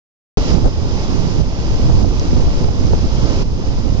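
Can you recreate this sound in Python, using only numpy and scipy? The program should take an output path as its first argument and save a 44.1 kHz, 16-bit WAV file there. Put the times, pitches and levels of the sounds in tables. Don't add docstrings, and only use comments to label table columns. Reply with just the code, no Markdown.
import sys
import numpy as np
from scipy import signal
from scipy.fft import rfft, irfft
from scipy.io import wavfile

SR = 44100
rng = np.random.default_rng(int(sys.argv[2]) if len(sys.argv) > 2 else 0)


def store_pcm(level_fs):
    pcm = np.round(np.clip(level_fs, -1, 1) * 32767).astype(np.int16)
    wavfile.write(sys.argv[1], SR, np.atleast_2d(pcm).T)


N = 176400

# f/Hz, left level/dB, right level/dB, share common to both ports/0-1
SURF_SPECTRUM = [(100, -56, -61.5, 0.8), (248, -54, -50, 0.81), (493, -56, -58, 0.83),
                 (720, -63.5, -63, 0.99), (860, -61, -62, 0.9), (1385, -68, -70.5, 1),
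                 (1760, -78, -72.5, 0.42), (2900, -75, -69, 0.71), (3400, -81.5, -70.5, 0.5),
                 (4250, -73, -72.5, 0), (5000, -74.5, -70.5, 0.1), (6540, -72, -81.5, 0.1),
                 (7380, -89, -81, .2), (8860, -108, -119, 0)]
# f/Hz, width/Hz, lift/dB
PORT_RESONANCES = [(6000, 470, 4), (5110, 830, 7)]
# t/s, level/dB
SURF_FADER = [(.37, 6.5), (.51, 10), (.58, 2.5), (1.3, -0.1), (2.0, 0), (2.4, 0.27), (3.1, -0.9),
              (3.3, 2.5), (3.422, 2), (3.44, -3.5), (4, -3)]
# f/Hz, left level/dB, right level/dB
WIND_SPECTRUM = [(12, -33, -34), (30.2, -31.5, -29.5), (51.6, -36.5, -31), (92, -43.5, -33.5),
                 (175.7, -53.5, -40), (330, -63.5, -48), (674, -69, -64), (1280, -84, -80),
                 (2600, -105, -103)]
# t/s, level/dB
LEFT_GUSTS = [(.37, 9.5), (.6, -1), (.8, 1), (1.1, -5), (1.6, -1), (1.9, 1), (2.6, 2), (3.0, 1),
              (3.4, -5.5), (3.5, -0.5), (4, -4.5)]
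# t/s, level/dB
RIGHT_GUSTS = [(.37, -1.5), (.43, 1.5), (.52, 7.5), (.67, 3.5), (.75, 0), (.95, -2.5), (1.28, -1.5),
               (1.39, 2.5), (1.56, -3), (1.8, -5), (1.9, 2.5), (2.04, 6.5), (2.14, -3.5), (2.42, 2.5),
               (2.55, -3.5), (2.68, 1), (2.92, 1), (3.07, -3.5), (3.22, -0.5), (3.41, -3), (3.56, -1),
               (3.7, -6), (3.86, 0.5), (4, -2.5)]
# t/s, half-length/s, left lift/dB, right lift/dB
WIND_PUFFS = [(0.37, 0.013, -1, 7.5), (0.663, 0.015, 17.5, 4), (1.746, 0.024, 3.5, 3),
              (2.227, 0.022, -1.5, 1.5), (3.188, 0.015, 4.5, 0.5), (3.415, 0.012, 11, 7.5)]
# t/s, level/dB, pan as left minus right/dB
WIND_SLAPS = [(0.375, -20.5, -11), (0.386, -17.5, -7), (0.517, -19, -10), (0.584, -14, -11.5),
              (.645, -17, -1), (0.681, -17, -8), (1.399, -28, -6), (1.53, -27, -11), (1.899, -18.5, -10),
              (2.016, -22, -7), (2.046, -23, -14), (2.643, -20.5, -4), (2.688, -17.5, -4),
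              (2.936, -16.5, -7), (3.643, -29.5, -10)]
# t/s, depth/dB
LEVEL_DIPS = [(.385, 5), (.575, 4), (0.682, 5.5), (1.419, 4), (2.03, 2.5), (2.422, 1.1), (2.648, 2.5),
              (3.429, 3.5)]
# t/s, level/dB, pan as left minus right/dB
TICK_CUES = [(1.5245, -26, .5), (2.1962, -14, 3), (2.8685, -19, 1)]
# f/Hz, level/dB, time to fall 60 dB/s
TICK_PARTIALS = [(3900, -11, .004), (5150, -4, .009), (5700, 1, 0.0043), (6300, -4, 0.0036)]

SURF_LEFT_LAG_S = 0.00021
SURF_FLICKER_DB, SURF_FLICKER_HZ = 0.23, 36
EDDY_DB, EDDY_HZ = 1.53, 12
BURST_DB, BURST_HZ = 3.5, 37
CROSSOVER_HZ, GUST_BRIGHTENING = 132, 0.44
SLAP_HALF_LENGTH_S, SLAP_LOW_HZ, SLAP_HIGH_HZ = 0.0027, 260, 765
DIP_ATTACK_S, DIP_HOLD_S, DIP_RELEASE_DB_PER_S = 0.0029, 0.079, 22
START_S, CLIP_CEILING, HIGH_CUT_HZ = .3724, .96, 8400

TIME = np.arange(N) / SR
FREQ = np.maximum(np.arange(N // 2 + 1) * SR / N, 1)


def from_db(db):
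    return 10 ** (np.asarray(db) / 20)


def panned(sound, db, pan_db):
    return np.outer(from_db([db + pan_db / 2, db - pan_db / 2]), sound)


def swell(centre_s, half_length_s):
    return np.exp(-.5 * ((TIME - centre_s) / half_length_s) ** 2)


def automation(rows):
    return np.interp(TIME, *np.transpose(rows))


def eq_curves(rows):
    hz, *columns = np.transpose(rows)
    return np.array([np.interp(np.log(FREQ), np.log(hz), column) for column in columns])


def white_spectra(channels):
    return rfft(rng.standard_normal((channels, N))) * np.sqrt(SR / 2)


def drift(rate_hz, channels):
    wander = irfft(white_spectra(channels) / (1 + (FREQ / rate_hz) ** 2), N)
    return wander / wander.std(axis=1, keepdims=True)


def surf():
    left_db, right_db, common = eq_curves(SURF_SPECTRUM)
    delay = np.exp(-2j * np.pi * FREQ * np.array([[SURF_LEFT_LAG_S], [0]]))
    shared = np.sqrt(common) * white_spectra(channels=1) * delay
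    diffuse = np.sqrt(1 - common) * white_spectra(channels=2)
    ring_db = [lift / (1 + (2 * (FREQ - hz) / width) ** 2) for hz, width, lift in PORT_RESONANCES]
    tone = from_db(np.array([left_db, right_db]) + ring_db)
    wash = irfft((shared + diffuse) * tone, N)
    flicker_db = SURF_FLICKER_DB * drift(SURF_FLICKER_HZ, channels=1)
    return wash * from_db(automation(SURF_FADER) + flicker_db)


def wind():
    gust_db = np.array([automation(LEFT_GUSTS), automation(RIGHT_GUSTS)])
    gust_db += EDDY_DB * drift(EDDY_HZ, channels=2)
    for at_s, half_length_s, left_db, right_db in WIND_PUFFS:
        gust_db += np.outer([left_db, right_db], swell(at_s, half_length_s))
    rumble = white_spectra(channels=2) * from_db(eq_curves(WIND_SPECTRUM))
    bass_share = 1 / (1 + (FREQ / CROSSOVER_HZ) ** 2)
    bass = irfft(rumble * bass_share, N)
    mids = irfft(rumble * (1 - bass_share), N)
    burst_gain = from_db(GUST_BRIGHTENING * gust_db + BURST_DB * drift(BURST_HZ, channels=2))
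    return from_db(gust_db) * (bass + burst_gain * mids)


def slaps():
    rolloff = np.sqrt((1 + (SLAP_LOW_HZ / FREQ) ** 4) * (1 + (FREQ / SLAP_HIGH_HZ) ** 8))
    noise = irfft(white_spectra(channels=2) / rolloff, N)
    envelope = sum(panned(swell(at_s, SLAP_HALF_LENGTH_S), db, pan_db) for at_s, db, pan_db in WIND_SLAPS)
    return envelope * noise / noise.std()


def dips():
    cut_db = np.zeros(N)
    for at_s, depth_db in LEVEL_DIPS:
        age = TIME - at_s
        attack = np.clip(age / DIP_ATTACK_S, 0, 1)
        released_db = DIP_RELEASE_DB_PER_S * np.maximum(age - DIP_HOLD_S, 0)
        cut_db = np.maximum(cut_db, attack * (depth_db - released_db))
    return from_db(-cut_db)


def ticks():
    age = TIME[:SR // 20]
    ring = sum((-1) ** k * from_db(db - 60 * age / t60) * np.sin(2 * np.pi * hz * age)
               for k, (hz, db, t60) in enumerate(TICK_PARTIALS))
    track = np.zeros((2, N))
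    for at_s, db, pan_db in TICK_CUES:
        start = int(at_s * SR)
        track[:, start:start + len(ring)] += panned(ring, db, pan_db)
    return track


def scene():
    return (surf() + wind() + slaps() + ticks()) * dips()


def record(dry):
    rounded = dry / (1 + (dry / CLIP_CEILING) ** 4) ** .25
    high_cut = signal.ellip(10, .1, 80, HIGH_CUT_HZ, fs=SR, output="sos")
    return signal.sosfilt(high_cut, rounded * (TIME >= START_S))


dry = scene()
out = record(dry)
store_pcm(out)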